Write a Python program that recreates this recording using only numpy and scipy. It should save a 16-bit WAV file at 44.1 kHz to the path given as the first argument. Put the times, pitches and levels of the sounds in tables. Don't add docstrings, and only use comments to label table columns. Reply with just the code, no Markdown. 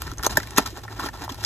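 import sys
import numpy as np
from scipy import signal
from scipy.fft import rfft, irfft, next_fast_len
from scipy.io import wavfile
from scipy.ndimage import uniform_filter1d

SR = 44100
rng = np.random.default_rng(int(sys.argv[2]) if len(sys.argv) > 2 else 0)


def to_wav(sig):
    pcm = np.clip(np.atleast_2d(sig), -1, 1) * 32767
    pcm = np.round(pcm).astype(np.int16)
    wavfile.write(sys.argv[1], SR, pcm.T)


def undo_db(level):
    steps = np.asarray(level, float) / 20
    return 10 ** steps


N = 63945
SIZE = 4096

# (time [s], peak level [dB], panel frequency [Hz], treble level [dB], length [ms])
SNAPS = [
    (0.264, -25, 1000, 2, 3.3),
    (0.371, -14.5, 1640, 0, 5),
    (0.581, -12.5, 1180, -2.5, 4.554),
    (0.995, -29.5, 1050, -5, 8.6),
]
SNAP_DELAYS_MS = [2.43, 1.454, 3.6, 0.88]
# (time [s], peak level [dB],
# panel frequency [Hz], treble level [dB], length [ms])
SEAM_TICKS = [(0.019, -21.5, 1350, -2.5, 2), (0.817, -46, 1050, 0, 2), (0.052, -48, 1070, -14, 6.8),
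              (0.077, -26, 1490, -14, 3), (0.115, -28, 1240, -7, 4.2), (0.135, -38.5, 1670, -2.5, 2.9),
              (0.173, -42, 955, -2, 3), (0.192, -24.5, 1490, -22, 5.3), (0.227, -28, 1640, -0.5, 4.3),
              (0.233, -20, 1350, -0.5, 2.9), (0.25, -26, 1560, -5, 3.6), (0.256, -36, 598, 0, 1.2),
              (0.305, -32, 590, -3, 2.5), (0.31, -30, 1200, -1, 2), (0.316, -30, 1790, -1, 3),
              (0.322, -33, 1350, -2, 1.9), (0.4, -25.5, 1910, -3.5, 5.9), (0.429, -28, 1680, -7.5, 8.2),
              (0.472, -34, 1920, 1.5, 1.3), (0.507, -35, 1750, 4, 1.48), (0.593, -16, 740, -29, 1.74)]
# (time [s], peak level [dB], panel frequency [Hz], treble level [dB], length [ms])
FLAP_TICKS = [(0.661, -27, 1580, 0, 5.2), (0.673, -29.5, 930, -1, 5.5), (0.703, -40.5, 596, 3, 5.3),
              (0.778, -33, 600, -8, 2.5), (0.772, -28, 1050, -10, 2.05), (0.833, -37.5, 900, -7.5, 6.2),
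              (0.849, -32, 840, -26, 8.2), (0.878, -29, 1870, -20.5, 10.8), (0.923, -35, 848, -36, 5),
              (1.03, -27.5, 1230, -16, 9.3), (1.059, -27.5, 760, -23, 4.4), (1.086, -29, 900, -7, 6.3),
              (1.137, -28, 805, -14, 5.2), (1.172, -39, 690, -3, 7.8), (1.217, -36.5, 939, -7, 4),
              (1.239, -30.5, 840, -3.5, 3.85), (1.278, -21.5, 940, -25, 1.86),
              (1.292, -22.5, 990, -9.5, 3.4), (1.319, -34.5, 830, -1.5, 13.7), (1.344, -37.5, 1030, 2, 2.4),
              (1.384, -32.5, 755, -22, 5.9), (1.438, -31.5, 900, 3, 4.65), (1.448, -23.5, 615, -5, 2.46)]
# (time [s], peak level [dB], panel frequency [Hz], swell [ms])
PANEL_POPS = [(0.2505, -19, 6000, .6), (0.2573, -23.5, 6260, 0.39), (0.2578, -17, 1260, 0.44),
              (.2642, -10.5, 6400, 1), (.5835, -16, 620, 2), (.2662, -21.5, 7010, 1.3),
              (0.2665, -9.5, 1190, 0.51), (.2668, -8, 636, 0.74), (0.264, -18, 12350, 0.65),
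              (.3708, -18, 12800, .8), (.3665, -29, 1620, 1.5), (.581, -11, 11520, 0.71),
              (.585, -17, 402, 2.9), (0.122, -34, 325, 3.8), (0.305, -32.5, 205, 8.7),
              (0.2603, -28, 5950, 1.7), (.1822, -26, 6300, 0.89), (0.3709, -6.5, 1707, 1.32),
              (0.3702, -18.5, 5680, 0.69), (.373, -12.5, 945, 1.3), (.374, -15.5, 632, 1.86),
              (0.3736, -23.5, 6800, 0.67), (.376, -24.5, 156, 4.5), (.379, -24.5, 349, 2.7),
              (.563, -23.5, 6100, 0.71), (0.5703, -26, 1810, 0.69), (0.5744, -21, 6560, 1.47),
              (0.5746, -18.5, 1753, 1.5), (.581, -9.5, 6920, 0.68), (.5812, -10.5, 3620, 0.87),
              (.581, -12, 1960, 1.08), (0.583, -16, 2670, 1.2), (0.582, -7, 1080, 1.72),
              (.584, -11, 1380, 1.27), (0.582, -10, 274, 2.27), (.599, -24.5, 227, 3.7),
              (0.728, -35.5, 339, 3.8), (0.9955, -17.5, 1370, 0.99), (0.9993, -21.5, 1010, 0.98),
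              (1.0023, -26, 1090, 2), (1.0374, -23.5, 1320, 1.3), (1.0432, -26, 1130, 0.85),
              (1.041, -25.5, 310, 2.3), (1.0862, -25.5, 1764, 1.7), (1.2958, -28.5, 3410, 1),
              (1.312, -31.5, 270, 5.3), (1.4391, -23.5, 1630, 0.71), (1.4482, -8, 5104, 0.55),
              (1.245, -38, 13600, 1)]
# (start [s], end [s], level [dB],
# treble level [dB])
STROKES = [(0, 0.121, -40, -1.5), (0.174, 0.225, -38, -10), (0.235, 0.256, -31.5, 1),
           (0.292, 0.33, -35.5, -1), (0.352, 0.436, -37.5, 0.5), (0.45, 0.508, -44, -3),
           (0.515, 0.566, -41, -6.5), (0.558, 0.563, -37, 5), (0.568, 0.584, -30, 5),
           (0.584, 0.61, -33, -3), (0.61, 0.662, -40, -1.5), (0.655, 0.666, -26.5, -3.5),
           (0.692, 0.724, -54.5, 9), (0.738, 0.793, -39.5, -5), (0.832, 0.838, -42.5, 2),
           (0.892, 0.994, -39.5, -4.5), (0.988, 1.079, -32, -4.5), (1.127, 1.194, -41.5, -5),
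           (1.207, 1.253, -39.5, -5), (1.29, 1.325, -37.5, -2), (1.329, 1.361, -52.5, 0),
           (1.373, 1.439, -41, -1), (1.424, 1.46, -49, 10.5)]
# (frequency [Hz], width [Hz], level [dB])
BODY_MODES = [(296, 178, 0), (530, 430, -4.5), (710, 137, 1), (1050, 250, -3), (1350, 148, 0),
              (1780, 310, -2.5)]
# (frequency [Hz], width [Hz], level [dB])
CRISP_MODES = [(3070, 1940, 4.5), (5150, 1750, 7), (7170, 1020, 2), (9020, 1040, 2), (10460, 3230, 0),
               (13000, 4000, -5)]
# (frequency [Hz], phase [rad])
PORT_PHASE = [(0, 0), (860, -0.2), (1890, 0.6), (2760, 1.2), (3360, 6.4), (3790, 7.6), (6370, 12.3),
              (7410, 12.6), (9040, 15.3), (10200, 15.8), (11800, 18.6), (13000, 19.0), (14100, 21.7),
              (15800, 22.2)]
# (time [s], level [dB])
RUMBLE_LEVEL = [(0.0, -36), (0.124, -31.5), (0.156, -51), (0.2, -29), (0.226, -43.5), (0.346, -31.5),
                (0.382, -40), (0.44, -38), (0.468, -47), (0.496, -40), (0.556, -45), (0.584, -38.5),
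                (0.888, -46), (0.912, -53), (0.964, -38), (1.154, -41), (1.424, -42), (1.45, -48)]
# (frequency [Hz], level [dB per Hz])
AIR_SPECTRUM = [(18, -23), (30, 0), (200, -12.5), (2080, -29.5), (3410, -29), (3780, -35), (6040, -33),
                (6880, -34), (15000, -37.5)]
# (start [s], end [s])
TREBLE_OPEN = [(.172, .268), (.3, .335), (.345, .378), (.44, .478), (.502, .516), (.771, .783),
               (.814, .821), (1.05, 1.085), (1.235, 1.27), (1.335, 1.385)]

TICK_DELAY_MS = 1.2
PANEL_Q, PANEL_DB, TREBLE_DB = 2.84, 8, 8
RISE_SHARE, TREBLE_SHARE = 0.46, 0.366
BODY_TOP_HZ = 2080
SWELL_RATE = 790
POP_SAG, POP_ROUGH, ROUGH_HZ = 0.008, 0.6, 6000
GRAINS_PER_S, GRAIN_SCATTER_DB, RUSTLE_DB, FLICKER_DB = 1200, 3.5, -4, 1.5
STROKE_ATTACK_S, STROKE_RELEASE_S = 0.0061, 0.012
TAIL_T60_S, TAIL_DB, TAIL_HZ, APART_DB = 0.039, -16.5, 3060, -6
RUMBLE_HZ, RUMBLE_WIDTH_HZ = 59, 38
HUM_HZ, HUM_WIDTH_HZ, HUM_DB, AIR_DB = 107.46, 13.8, -44.5, -46.5
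NOTCH_HZ, NOTCH_WIDTH_HZ, NOTCH_DB = 9680, 680, -1
TOP_HZ, TOP_DB, GATE_DB = 14250, -6, -35
SIDES = np.array([[1], [-1]])


def rms1(x):
    return x / np.sqrt(np.mean(x ** 2, axis=-1, keepdims=True))


def peak1(x):
    return x / np.abs(x).max(axis=1, keepdims=True)


def columns(table):
    return [c[:, None] for c in np.array(table, float).T]


def peak(f, hz, width_hz):
    return 1j * f * width_hz / (hz ** 2 - f ** 2 + 1j * f * width_hz)


def bank(f, modes):
    return sum((-1) ** k * undo_db(db) * peak(f, hz, width) for k, (hz, width, db) in enumerate(modes))


def shaped(x, response):
    n = next_fast_len(x.shape[-1] + SIZE)
    f = np.arange(n // 2 + 1) * SR / n
    return irfft(rfft(x, n) * response(f), n)[..., :x.shape[-1]]


def walk(rate):
    k = int(SR / rate)
    held = np.repeat(rng.standard_normal(N)[:N // k + 1], k)
    return 1.2 * uniform_filter1d(uniform_filter1d(held, k), k)[:N]


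def placed(starts, events):
    out = np.zeros(N + SIZE)
    np.add.at(out, starts.astype(int) + np.arange(SIZE), events)
    return out[:N]


def breaks(table, delay_ms):
    s, db, hz, treble_db, ms = columns(table)
    t = np.arange(SIZE) / SR
    f = np.arange(SIZE // 2 + 1) * SR / SIZE
    ms, delay_ms = np.clip(ms, 0.3, 30), np.reshape(delay_ms, (-1, 1))
    heights = undo_db(2.66 * rng.exponential(size=(len(table), 1, SIZE)))
    clicks = rng.standard_normal((len(table), 2, SIZE)) * heights

    def fade(length):
        side = np.where(1000 * t < length, RISE_SHARE * length, length)
        return np.exp(-((1000 * t - length) / side) ** 2)

    bend = np.sqrt(f) / np.sqrt(1000) - f / 8000
    late = np.exp(-4j * np.pi * delay_ms * bend * (f < 16000))
    push = rfft(clicks[:, 0] * fade(0.5 * ms))
    soft = 1 / (1 + (f / BODY_TOP_HZ) ** 6)
    panel = undo_db(PANEL_DB) * peak(f, hz, hz / PANEL_Q) + 0.27 * bank(f, BODY_MODES)
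    body = peak1(irfft(push * soft * panel * late))
    crackle = rfft(clicks[:, 1] * fade(TREBLE_SHARE * ms))
    highpass = f ** 2 / (f ** 2 + 3200 ** 2)
    crisp = peak1(irfft(crackle * bank(f, CRISP_MODES) * highpass * late))
    hit = body + undo_db(treble_db + TREBLE_DB) * crisp
    return placed(np.maximum((s - 0.00018 * ms) * SR, 0), undo_db(db) * hit)


def pops():
    s, db, hz, ms = columns(PANEL_POPS)
    t = np.arange(SIZE) / SR
    u = SWELL_RATE * t / np.clip(ms, 0.2, 9)
    swell = u * np.exp((1 - u ** 2) / 2)
    tone = np.sin(2 * np.pi * hz * t / (1 + POP_SAG * u))
    flutter = rms1(uniform_filter1d(rng.standard_normal((len(PANEL_POPS), SIZE)), size=7, axis=1))
    rough = 1 + POP_ROUGH * np.minimum(hz / ROUGH_HZ, 1) * flutter
    return placed(s * SR, undo_db(db) * swell * tone * rough)


def grains():
    slips = (rng.random(N) < GRAINS_PER_S / SR) * rng.standard_normal(N)
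    heights = undo_db(GRAIN_SCATTER_DB * np.minimum(rng.exponential(size=N), 2))
    return rms1(slips * heights + 0.25 * rng.standard_normal(N))


def rustle():
    start, end, db, treble_db = columns(STROKES)
    t = np.arange(N) / SR
    attack = np.clip((t - start) / STROKE_ATTACK_S, 0, 1)
    release = np.exp(-np.maximum(t - end, 0) / STROKE_RELEASE_S)
    touch = undo_db(db + RUSTLE_DB) * attack * release
    patches = undo_db(3.1 * walk(90.25))
    body = rms1(shaped(grains(), lambda f: bank(f, BODY_MODES) / (1 + (f / BODY_TOP_HZ) ** 4)))
    crisp = rms1(shaped(grains(), lambda f: bank(f, CRISP_MODES)))
    treble_touch = undo_db(FLICKER_DB * walk(250)) * (touch * undo_db(treble_db)).sum(axis=0)
    return patches * (touch.sum(axis=0) * body + treble_touch * crisp)


def scattered(box):
    t = np.arange(SIZE) / SR
    scatter = rng.standard_normal((3, SIZE)) * undo_db(-60 * t / TAIL_T60_S) * (t > 0.001)
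    scatter = scatter / np.sqrt(np.sum(scatter ** 2, axis=1, keepdims=True))
    wet = signal.fftconvolve(box[None], scatter, axes=1)[:, :N]
    shared = shaped(wet[0], lambda f: TAIL_HZ / (TAIL_HZ + 1j * f))
    apart = shaped(wet[1:], lambda f: 1j * f / (350 + 1j * f))
    return undo_db(TAIL_DB) * shared + undo_db(APART_DB) * apart


def at_ports(pair):
    hz, lead = np.array(PORT_PHASE).T
    return shaped(pair, lambda f: np.exp(0.5j * np.interp(f, hz, lead) * SIDES))


def narrow_noise(hz, width_hz):
    return rms1(shaped(rng.standard_normal(N), lambda f: peak(f, hz, width_hz) ** 2))


def outdoors():
    hz, db = np.array(AIR_SPECTRUM).T
    noise = rng.standard_normal((2, N))
    wash = shaped(noise, lambda f: undo_db(np.interp(np.log(f + 1), np.log(hz), db)))
    wash = rms1(wash[0]) + SIDES * undo_db(-7) * rms1(wash[1])
    drone = narrow_noise(RUMBLE_HZ, RUMBLE_WIDTH_HZ)
    envelope = uniform_filter1d(np.abs(signal.hilbert(drone)), size=900)
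    drone = rms1(drone / (0.46 + envelope))
    rumble = drone + SIDES * undo_db(-14.0) * narrow_noise(RUMBLE_HZ, RUMBLE_WIDTH_HZ)
    times, levels = np.array(RUMBLE_LEVEL).T
    rumble = undo_db(np.interp(np.arange(N) / SR, times, levels)) * rumble
    return rumble + undo_db(HUM_DB) * narrow_noise(HUM_HZ, HUM_WIDTH_HZ) + undo_db(AIR_DB) * wash


def scene():
    box = breaks(SNAPS, SNAP_DELAYS_MS)
    box = box + breaks(SEAM_TICKS, TICK_DELAY_MS) + breaks(FLAP_TICKS, TICK_DELAY_MS)
    box = box + rustle() + pops()
    return at_ports(box + scattered(box)) + outdoors()


def top_cut(x):
    return signal.sosfilt(signal.butter(12, 16290, fs=SR, output="sos"), x)


def record(dry):
    def dip(f):
        return np.exp(-((f - NOTCH_HZ) / NOTCH_WIDTH_HZ) ** 8)

    def top(f):
        return 1 / (1 + np.exp((TOP_HZ - f) / 40))

    treble = shaped(dry.mean(axis=0), lambda f: f > 4000) ** 2
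    power = uniform_filter1d(uniform_filter1d(treble, size=400), size=400)
    gate = 1 / (1 + (undo_db(GATE_DB) / np.sqrt(power + 1e-12)) ** 8)
    t = np.arange(N) / SR
    opened = sum(1.0 * (t > start) * (t < end) for start, end in TREBLE_OPEN)
    gate = np.maximum(gate, uniform_filter1d(opened, size=300))
    weak = shaped(dry, lambda f: undo_db(NOTCH_DB) * dip(f) + undo_db(TOP_DB) * top(f) / (1 + (f / 15700) ** 40))
    strong = shaped(dry, lambda f: (1 - dip(f) - top(f)) * f ** 2 / (f ** 2 + 28 ** 2))
    mix = np.clip(strong + gate * weak, -1, 1)
    return top_cut(mix)


dry = scene()
out = record(dry)
to_wav(out)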